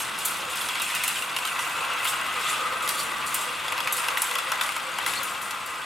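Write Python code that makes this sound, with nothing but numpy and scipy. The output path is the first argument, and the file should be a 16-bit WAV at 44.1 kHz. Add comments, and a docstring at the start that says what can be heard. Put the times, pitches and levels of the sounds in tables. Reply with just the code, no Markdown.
"""Toy steam train on a tiled floor

A toy live-steam locomotive pulls a wagon round a loop of track, nearly straight ahead of a stereo
pair of microphones in a room with a short, dull echo. The track drums on the floor; the wheels roll
with a rough metallic rush, sing on the curve and clack over rail joints. Rods clink and the exhaust
beats quickly and softly. Hot water spits in sharp bursts that sizzle away over a steady leak of steam."""
import sys
import numpy as np
from scipy import signal
from scipy.fft import rfft, irfft, next_fast_len
from scipy.io import wavfile
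from scipy.ndimage import uniform_filter1d

SR = 44100
rng = np.random.default_rng(int(sys.argv[2]) if len(sys.argv) > 2 else 0)


def put_to_file(sound):
    """Save the sound as 16-bit audio at rate SR, in the file named by the first command-line argument."""
    columns = np.atleast_2d(sound).T  # one column per channel
    safe = np.clip(columns, -1, 1)
    whole_steps = np.round(safe * 32767)
    wavfile.write(sys.argv[1], SR, whole_steps.astype(np.int16))


N = 257979
TIME = np.arange(N) / SR

# Resonances of wheels, frame and rails. Each row: frequency in Hz, width in Hz, gain in dB.
CHASSIS_MODES = [(620, 100, -17), (870, 172, -8.5), (1049, 91, -1.5), (1189, 89, -3.5), (1296, 72, -1.5),
                 (1397, 95, -3), (1554, 101, -5), (1998, 90, -5), (2240, 140, -9.5), (2640, 147, -5.5),
                 (2830, 120, -9), (3310, 510, -13)]
# Colour of escaping steam. Each row: frequency in Hz, relative level in dB.
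STEAM_SPECTRUM = [(3000, -21), (4500, 6.5), (5800, 1.5), (7500, 7.5), (9600, 5), (10100, 6), (10550, 2),
                  (11800, 3), (12900, -2), (13700, 0), (14500, -5), (16500, -15)]
# How hard the wheels roll. Each row: time in seconds, relative level in dB.
ROLLING_LEVELS = [(0, -34), (.5, -34), (1.25, -34), (1.7, -30), (2.6, -30.5), (3.0, -33.5), (3.35, -31.5),
                  (3.6, -34.5), (4.0, -29.5), (4.42, -33), (4.6, -29), (4.8, -34), (5.1, -32), (5.4, -34),
                  (5.85, -35)]


def from_db(db):
    """Decibels to gain."""
    return 10 ** (np.asarray(db) / 20)


def rms_one(x):
    """Scale to unit power."""
    return x / np.sqrt(np.mean(x ** 2) + 1e-20)


def match_energy(x, envelope):
    """Give a sound the energy of an envelope."""
    return x * np.linalg.norm(envelope) / np.linalg.norm(x)


def in_time(rows):
    """Each column of a timed curve, sample by sample."""
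    seconds, *columns = np.transpose(rows)
    return [np.interp(TIME, seconds, column) for column in columns]


def colour(x, points):
    """Shape a sound by a spectrum of (Hz, dB) points."""
    hz, db = np.transpose(points)
    size = next_fast_len(x.shape[-1])
    bin_hz = np.maximum(np.arange(size // 2 + 1) * SR / size, 1)
    gain = from_db(np.interp(np.log(bin_hz), np.log(hz), db))
    return irfft(rfft(x, size) * gain, size)[..., :x.shape[-1]]


def lowpass(x, hz, order=2):
    """Roll off the sound above a frequency."""
    return signal.sosfilt(signal.butter(order, hz, fs=SR, output="sos"), x)


def noise(points):
    """Noise of unit power that falls away steeply beyond the ends of its spectrum."""
    closed = [(points[0][0] / 2, -60), *points, (points[-1][0] * 2, -60)]
    return rms_one(colour(rng.standard_normal(N), closed))


def drift(per_s):
    """A random wander of unit power that turns `per_s` times a second."""
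    turns = rng.standard_normal(N // 10)
    return rms_one(np.interp(TIME * per_s, np.arange(len(turns)), turns))


def shifting(hiss, patchy_db):
    """Let the colour of a hiss shift by chance from moment to moment; unit power."""
    cells = signal.stft(hiss, nperseg=256)[2]
    patches = uniform_filter1d(rng.standard_normal(cells.shape), size=3, axis=0)
    patches = rms_one(uniform_filter1d(patches, size=7, axis=1))
    return rms_one(signal.istft(cells * from_db(patchy_db * patches))[1][:N])


def resonate(x, modes):
    """Parallel resonances of alternating sign."""
    out = 0
    for k, (hz, width_hz, db) in enumerate(modes):
        radius = np.exp(-np.pi * width_hz / SR)
        poles = [1, -2 * radius * np.cos(2 * np.pi * hz / SR), radius ** 2]
        gain = (-1) ** k * from_db(db) * (1 - radius ** 2) / 2
        out = out + gain * signal.lfilter([1, 0, -1], poles, x + 1e-18)
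    return out


def ringing(hz, width_hz):
    """A resonance shaken at random: a narrow, rough band of unit power whose pitch may move."""
    shake = lowpass(rng.standard_normal((2, N)), width_hz)
    phase = 2 * np.pi * np.cumsum(hz * np.ones(N)) / SR
    return rms_one(shake[0] * np.cos(phase) + shake[1] * np.sin(phase))


def burst(start_s, rise_s, decay_s, size=N):
    """An envelope that rises quickly, then dies away."""
    age = np.maximum(TIME[:size] - start_s, 0)
    decays = np.clip((age - rise_s) / decay_s, 0, 20)
    return np.minimum(age / rise_s, 1) * np.exp(-decays)


def swell(crest_s, half_length_s):
    """A smooth rise and fall round a moment."""
    return np.cos(np.pi / 2 * np.clip((TIME - crest_s) / half_length_s, -1, 1)) ** 2


def room(train, wet_db=-10.0, side_db=-9.0, t60_s=0.15, dull_hz=5000, first_s=0.0028, spots=16):
    """Tiles and shelves send back a short dull tail whose echoes change as the train moves on."""
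    age, place = TIME[:SR // 3], np.linspace(0, spots - 1, N)
    decay = from_db(-60 * age / t60_s) * (age > first_s)
    wet = np.zeros((2, N + len(age)))
    for spot in range(spots):
        tails = rng.standard_normal((2, len(age))) * decay
        tails = lowpass(tails / np.linalg.norm(tails, axis=1, keepdims=True), dull_hz, order=1)
        near = np.flatnonzero(np.abs(place - spot) < 1)
        crossfade = np.cos(np.pi / 2 * (place[near] - spot))
        echo = signal.fftconvolve([train[near] * crossfade], tails, axes=1)
        wet[:, near[0]:near[0] + echo.shape[1]] += echo
    mid, side = wet[:, :N]
    return from_db(wet_db) * mid + from_db(side_db) * side * [[1], [-1]]


def floor_rumble(level_db=3.0, side_db=-9.5):
    """The track drums on the floor; this low sound reaches the microphones from all round."""
    # Strength of the drumming. Each row: time in seconds, relative level in dB.
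    drumming = [(0, -48.5), (1.35, -51.5), (2.3, -50), (2.55, -48.5), (3.2, -48), (3.45, -50), (4.6, -52.5),
                (5.15, -49), (5.85, -54)]
    # Colours of its centre and its diffuse part. Each row: frequency in Hz, relative level in dB.
    mid_spectrum = [(25, -16), (45, -12.5), (80, -6.5), (140, -1.5), (250, -2.5), (345, -0.5), (410, -3),
                    (700, -0.5), (1200, -12)]
    side_spectrum = [(25, -16), (60, -4), (130, -3.5), (250, -2), (600, -6)]
    rumble_db, = in_time(drumming)
    mid, side = noise(mid_spectrum), noise(side_spectrum)
    return from_db(rumble_db + level_db) * (mid + from_db(side_db) * side * [[1], [-1]])


def sleepers(level_db=-1.0, hz=514.2, width_hz=38, uneven_db=5.0):
    """The hollow sleepers rumble faintly and unevenly under the wheels."""
    # How loosely they rock on the tiles. Each row: time in seconds, relative level in dB.
    rocking = [(0, -67), (.5, -47.5), (1.1, -56.5), (1.85, -48.5), (2.55, -50), (2.78, -47.5), (3.4, -51),
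               (3.8, -46.5), (4.5, -49), (4.95, -51), (5.2, -46.5), (5.85, -56.5)]
    rocking_db, = in_time(rocking)
    return from_db(rocking_db + level_db + uneven_db * np.tanh(drift(19))) * ringing(hz, width_hz)


def rail_song(rolling_db, width_hz=55, flicker_db=2.0):
    """The rail rings fitfully in a narrow band whose pitch wanders as the wheels move along it."""
    # How freely it sings. Each row: time in seconds, level in dB against the rolling, pitch in Hz.
    song = [(0, -11, 1294), (1.3, -17, 1285), (2.2, -9, 1288), (2.72, -2.5, 1238), (3.15, -6, 1186),
            (3.55, -9, 1206), (4.0, -13.5, 1253), (5.85, -9.5, 1256)]
    song_db, hz = in_time(song)
    ring = ringing(hz, width_hz) * from_db(flicker_db * np.tanh(drift(14)))
    return from_db(rolling_db + song_db) * rms_one(ring)


def wheel_song(rolling_db, rub_db=-8.0, steady_db=-20.0, hz=1984, width_hz=38):
    """The rolling keeps a wheel ringing roughly; where it rubs, the ringing swells out."""
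    # Rubs along the curve. Each row: crest in seconds, relative peak in dB, half length in seconds.
    rubs = [(0.955, -31.5, .06), (1.62, -30, .05), (2.5, -33, 0.036), (2.667, -30, 0.038),
            (2.88, -31, 0.13), (3.123, -33, 0.067), (4.343, -32, 0.098), (4.48, -22, 0.025),
            (4.562, -29, 0.06), (4.66, -33, 0.076)]
    swells = sum(from_db(peak_db) * swell(crest_s, half_s) for crest_s, peak_db, half_s in rubs)
    return np.hypot(from_db(rub_db) * swells, from_db(rolling_db + steady_db)) * ringing(hz, width_hz)


def flange_squeaks(level_db=-8.0, width_hz=210):
    """Flanges scrape the rail, each time with a brief, rough band of ringing that swells and fades."""
    # Scrapes. Each row: crest in seconds, pitch in Hz, relative peak in dB, half length in seconds.
    scrapes = [(0.699, 3290, -25, .018), (0.806, 3580, -27, 0.018), (0.82, 2793, -21.5, 0.019),
               (1.17, 2870, -21, 0.0098), (2.07, 3060, -24, 0.018), (2.078, 3590, -23, 0.018),
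               (2.465, 3440, -26, .04), (2.558, 3290, -30, .03), (2.987, 3460, -30, 0.032),
               (3.0, 4500, -27, 0.032), (5.175, 4400, -25, 0.028)]
    out = np.zeros(N)
    for crest_s, hz, peak_db, half_s in scrapes:
        rub = swell(crest_s, half_s)
        out += from_db(peak_db + level_db) * match_energy(rub * ringing(hz, width_hz), rub)
    return out


def wheel_rush(rolling_db, level_db=-1.5, judder_db=0.8, grit_db=0.5, contact_hz=2000):
    """Countless tiny, soft bumps between wheel and rail shake the chassis."""
    judder = judder_db * drift(60)
    bumps = rng.standard_normal(N) * from_db(grit_db * drift(900) + judder)
    shaking = resonate(lowpass(bumps, contact_hz), CHASSIS_MODES)
    return from_db(rolling_db + level_db) * rms_one(shaking)


def knocks(per_s=12, over_rolling_db=4.5, scatter_db=3.5, edge_db=-10, ring_db=-11.0):
    """Couplings and rods knock lightly at random, following the rolling level; rows for clacks()."""
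    chance = rng.random((100, 4))
    start_s = (np.arange(len(chance)) + chance[:, 0]) / per_s
    scatter = scatter_db * (2 * chance[:, 1:3] - 1)
    peak_db = np.interp(start_s, *np.transpose(ROLLING_LEVELS)) + over_rolling_db + scatter[:, 0]
    ring_hz = 2550 * (2900 / 2550) ** chance[:, 3]
    rows = np.transpose([start_s, peak_db, edge_db + scatter[:, 1], ring_hz, peak_db + ring_db])
    return rows[start_s < (N - SR // 19) / SR]


def clacks(body_db=-6.5, edge_db=-3.0, metal_db=-3.5, bounce_db=-18.0, ring_width_hz=170):
    """A wheel drops into a joint: a blow and brief chatter ring the chassis; the metal rattles on."""
    # Wheels meeting rail joints. Each row: start in seconds, relative peak in dB,
    # brightness of the edge in dB, ring pitch in Hz, relative ring level in dB.
    joints = [(0.5705, -27, -3, 3316, -28), (0.6116, -21.5, -8, 3359, -23), (0.6863, -23, 0, 3488, -26),
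              (0.7529, -16.5, -10, 2620, -25), (0.798, -24, 0, 3520, -33), (0.9485, -26, 2, 2800, -25),
              (1.0362, -22, 0.5, 2360, -19), (1.078, -21.5, -4, 2830, -20), (1.2213, -24, -11, 2820, -20),
              (1.3636, -20, -2, 2850, -18.5), (1.3862, -23, -3, 2660, -22), (1.451, -22, -1, 2920, -22),
              (1.474, -24, -3, 2720, -25), (1.5915, -15, -14, 2830, -23), (2.0517, -14, -14, 2670, -18),
              (2.1329, -17, -19, 2680, -28), (2.8754, -30, 8, 3380, -26), (2.8905, -20, 2.5, 3180, -27),
              (3.6803, -20, -9, 3450, -20), (3.7215, -15.5, -10.5, 2010, -25),
              (3.7778, -22.5, -4.5, 2640, -22), (3.803, -18, -6.5, 3340, -22),
              (3.8732, -15, -9.5, 2000, -18), (4.0835, -12.5, -8.5, 2842, -20.5),
              (4.1712, -10.5, -15, 2630, -33), (4.2195, -21, -5, 2646, -28), (4.3115, -18, -9, 3400, -28),
              (4.3535, -16.5, -6, 3273, -20), (4.3844, -14.5, -8, 3420, -20.5),
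              (4.5178, -11, -8.5, 2740, -27), (4.6107, -10, -11.5, 2000, -32), (4.634, -25, 0, 3574, -31),
              (4.6902, -20.5, -8, 2153, -22.5), (4.7636, -16, -10, 2240, -25),
              (4.9848, -14.5, -10.5, 2583, -29), (5.062, -14, -6.5, 3359, -29),
              (5.077, -16, -13, 2615, -32), (5.1354, -25, 0, 2580, -22), (5.5078, -25, 0.5, 3440, -37)]
    # Colour of a blow's bright edge. Each row: frequency in Hz, relative level in dB.
    edge_spectrum = [(1500, 6), (2400, -12), (3600, 3), (5500, -1), (7000, -5), (11000, 0), (14000, -7),
                     (16500, -41)]
    out, chatter, edge = np.zeros(N), rng.standard_normal(N), noise(edge_spectrum)
    size, rise_s = SR // 20, .0013
    rattle = burst(0, rise_s, decay_s=.0052, size=size)
    bounce = burst(0, rise_s, decay_s=.013, size=size)
    contact = burst(0, rise_s, decay_s=.003, size=size) + from_db(bounce_db) * bounce
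    blow = np.arange(size) == round(rise_s * SR)
    for start_s, peak_db, bright_db, ring_hz, ring_db in [*joints, *knocks()]:
        at = round(start_s * SR) + np.arange(size)
        force = blow + 1.6 * match_energy(chatter[at] * contact, blow)
        modes = [(hz, width_hz, db + 3 * rng.standard_normal()) for hz, width_hz, db in CHASSIS_MODES]
        body = from_db(body_db) * match_energy(resonate(force, modes), contact)
        crack = from_db(edge_db + bright_db) * match_energy(edge[at] * contact, contact)
        ring = match_energy(resonate(chatter[at], [(ring_hz, ring_width_hz, 0)]) * rattle, rattle)
        out[at] += from_db(peak_db) * (body + crack) + from_db(ring_db + metal_db) * ring
    return out


def rod_clinks(per_s=45, detune=0.01, decay_s=0.0092, scatter_db=4.0):
    """Play in the rods lets them chatter unevenly; each clink strikes their modes with its own force."""
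    # Modes of the rods. Each row: frequency in Hz, relative level in dB.
    rod_modes = [(2540, -4), (2670, -3.5), (2840, -5)]
    # How hard they clink. Each row: time in seconds, relative level in dB.
    rattling = [(0, -42), (.6, -32), (.95, -21), (1.3, -27), (1.8, -25), (2.1, -23), (2.45, -25),
                (2.8, -40), (3.3, -31.5), (4.1, -27), (4.85, -52), (5.15, -35), (5.4, -39), (5.85, -45)]
    rattle_db, = in_time(rattling)
    out, size = np.zeros(N), SR // 20
    age = TIME[:size]
    for k, (late, bend, *forces) in enumerate(rng.standard_normal((400, 2 + len(rod_modes)))):
        start = round((k + late / 2) / per_s * SR)
        if 0 <= start < N - size:
            for (hz, db), force in zip(rod_modes, forces):
                ring = np.sin(2 * np.pi * hz * (1 + detune * bend) * age) * np.exp(-age / decay_s)
                gain = from_db(rattle_db[start] + db + scatter_db * np.tanh(force)) / 2
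                out[start:start + size] += gain * rng.choice([-1, 1]) * ring
    return out


def exhaust(effort_db, beats_per_s=14.5, unsteady=0.05, beat_db=1.0, flutter_db=1.2):
    """Steam leaves the chimney in quick shallow puffs, one for each piston stroke."""
    # Colour of the chimney's breath. Each row: frequency in Hz, relative level in dB.
    chimney_spectrum = [(1200, 0.5), (1850, -0.5), (2400, 2.5), (2620, 2.5), (2880, 3.5), (3030, -1),
                        (3300, 1.5), (3520, 0.5), (3900, -3.5), (4800, -10), (6000, -15), (9000, -14)]
    strokes = np.cumsum(beats_per_s * (1 + unsteady * drift(4.36))) / SR
    puff = np.sin(2 * np.pi * strokes) + .5 * np.sin(4 * np.pi * strokes)   # opens fast, fades slowly
    return from_db(effort_db + beat_db * puff + flutter_db * drift(250)) * noise(chimney_spectrum)


def droplets(per_s, size_db, limit):
    """Random impulses whose levels stray from unity by up to `limit` times `size_db`."""
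    hits = rng.random(N) < per_s / SR
    return hits * from_db(size_db * np.minimum(rng.exponential(1, N), limit))


def crackle(size_db, per_s=900, decay_s=.0006):
    """Tiny droplets of uneven size burst at random; an envelope of unit power."""
    energy = droplets(per_s, size_db, limit=3.5) ** 2
    pops = signal.lfilter([1], [1, -np.exp(-1 / (decay_s * SR))], energy + 1e-18)
    return np.sqrt((1 + pops / pops.mean()) / 2)


def sputter(per_s=350, width_hz=60, low_hz=7200, high_hz=14300, count=28):
    """Bursting droplets each sing one of a set of brief high notes; unit power."""
    pops = droplets(per_s, size_db=0, limit=3)
    note_of_pop = rng.integers(0, count, N)
    pitches = np.geomspace(low_hz, high_hz, count) * rng.uniform(.99, 1.01, count)
    levels_db = np.interp(pitches, *np.transpose(STEAM_SPECTRUM))
    return rms_one(sum(resonate(pops * (note_of_pop == k), [(pitches[k], width_hz, levels_db[k])])
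                       for k in range(count)))


def steam_leak(effort_db, level_db=-8.0):
    """Wet steam hisses out without pause, as hard as the engine blows, and crackles finely."""
    hiss = shifting(noise(STEAM_SPECTRUM), patchy_db=3.5)
    return from_db(effort_db + level_db) * hiss * crackle(size_db=4.0)


def spits(flash_db=-14.5, linger_db=-21.0, sizzle_db=-1.0, notes_db=-8.5, ebb_s=0.05):
    """A drop flashes to steam in a bright burst; its remains, and the surges, sizzle on hot metal."""
    # Spits of hot water. Each row: start in seconds, relative peak in dB, burst decay in seconds,
    # relative sizzle level in dB.
    drops = [(0.1865, -16, 0.0028, -35.5), (0.2503, -7, 0.022, -31.5), (0.498, -25, .005, -37.5),
             (0.555, -16, 0.0027, -34.5), (0.61, -24, .012, -35.5), (0.817, -11, 0.0058, -31.5),
             (0.9477, -12.5, 0.011, -37), (1.0355, -9.5, 0.007, -32.5), (1.077, -10, 0.009, -32),
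             (1.362, -23, .005, -37.5), (1.4516, -23, .006, -35.5), (1.5873, -27, .006, -34.5),
             (2.0438, -15.5, 0.014, -48), (2.074, -17.5, 0.024, -52), (2.8206, -26, 0.005, -36.5),
             (2.886, -11, 0.011, -32), (3.262, -22, 0.0066, -33.5), (3.342, -7, 0.012, -34.5),
             (3.9233, -6.5, 0.0066, -32), (3.966, -16, 0.011, -32.5), (4.175, -16, .009, -36),
             (4.2183, -4, 0.005, -32.5), (4.6127, -12, .004, -35.5), (5.0645, -15, 0.005, -32),
             (5.231, -10, 0.0039, -37.5), (5.4166, -22, .006, -37.5), (5.6593, -24, 0.0063, -41.5)]
    # Surges of wet steam. Each row: crest in seconds, relative level in dB, swell time in seconds.
    surges = [(0.0, -30, .02), (1.19, -35, .02), (1.8, -42, 0.054), (2.09, -29.5, 0.042), (2.4, -39, 0.018),
              (2.5, -31, 0.034), (3.0, -31.5, 0.049), (3.41, -34.5, .03)]
    # Colours of the burst and the duller sizzle. 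Each row: frequency in Hz, relative level in dB.
    flash_spectrum = [(2000, -22), (4000, -8), (5500, -8.5), (7800, -2), (9500, 2), (10100, 6), (10600, -2),
                      (11900, 2.5), (12900, -5.5), (13650, 3.5), (14500, -6), (15600, -9), (16500, -17)]
    sizzle_spectrum = [(2000, -4), (4000, -2.5), (5500, -5), (7500, 0), (9600, 1.5), (10100, 1),
                       (10600, -4.5), (11800, -3.5), (12900, -9), (13700, -9), (14500, -12), (16500, -26)]
    jet = shifting(noise(flash_spectrum), patchy_db=4)
    spray = shifting(noise(sizzle_spectrum), patchy_db=3) * crackle(size_db=-1.0)
    spray += from_db(notes_db) * sputter()
    flashes, sizzle_power = np.zeros((2, N))
    for start_s, peak_db, decay_s, tail_db in drops:
        linger = from_db(linger_db) * burst(start_s, rise_s=.005, decay_s=.036)
        flashes += from_db(peak_db) * (burst(start_s, rise_s=.0014, decay_s=decay_s) + linger)
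        sizzle_power += (from_db(tail_db) * burst(start_s, rise_s=.005, decay_s=.12)) ** 2
    for crest_s, crest_db, swell_s in surges:
        slope_s = np.where(TIME < crest_s, swell_s, ebb_s)
        sizzle_power += (from_db(crest_db) * np.exp(-np.abs(TIME - crest_s) / slope_s)) ** 2
    return from_db(flash_db) * flashes * jet + from_db(sizzle_db) * np.sqrt(sizzle_power) * spray


def scene():
    """The train in its room, kept nearly straight ahead of the microphones."""
    # How hard the engine blows, as heard along the loop. Each row: time in seconds, relative level in dB.
    effort = [(0, -36.5), (.55, -35.5), (1.0, -33), (1.25, -36.5), (1.85, -35.5), (2.07, -34.5),
              (2.22, -36), (2.5, -31.5), (2.8, -36.5), (3.5, -35.5), (4.6, -35), (4.85, -38), (5.13, -33),
              (5.4, -39.5), (5.85, -39.5)]
    # The train's place between the microphones. Each row: time in seconds, left minus right in dB.
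    place = [(0, -.8), (1.2, -1.2), (1.7, -0.5), (4.6, 0), (5.2, 1.5), (5.85, -1)]
    rolling_db, = in_time(ROLLING_LEVELS)
    effort_db, = in_time(effort)
    pan_db, = in_time(place)
    wheels = wheel_rush(rolling_db) + rail_song(rolling_db) + wheel_song(rolling_db)
    track = sleepers() + clacks() + flange_squeaks()
    engine = exhaust(effort_db) + rod_clinks() + spits() + steam_leak(effort_db)
    train = wheels + track + engine
    direct = train * from_db(pan_db / 2 * [[1], [-1]])
    return direct + room(train) + floor_rumble()


def record(dry, cutoff_hz=16500):
    """A stereo pair of microphones, each with a slight colour of its own; the top is cut steeply."""
    # Balance of the pair. Each row: frequency in Hz, left minus right in dB.
    balance = [(60, 1.5), (200, 0.5), (700, -1.5), (1290, 1.8), (2400, 2.5), (5000, 0.5), (9000, 0.3),
               (13000, 0.8)]
    left = colour(dry[0], [(hz, db / 2) for hz, db in balance])
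    right = colour(dry[1], [(hz, -db / 2) for hz, db in balance])
    return signal.sosfilt(signal.ellip(10, .2, 80, cutoff_hz, fs=SR, output="sos"), [left, right])


dry = scene()
out = record(dry)
put_to_file(out)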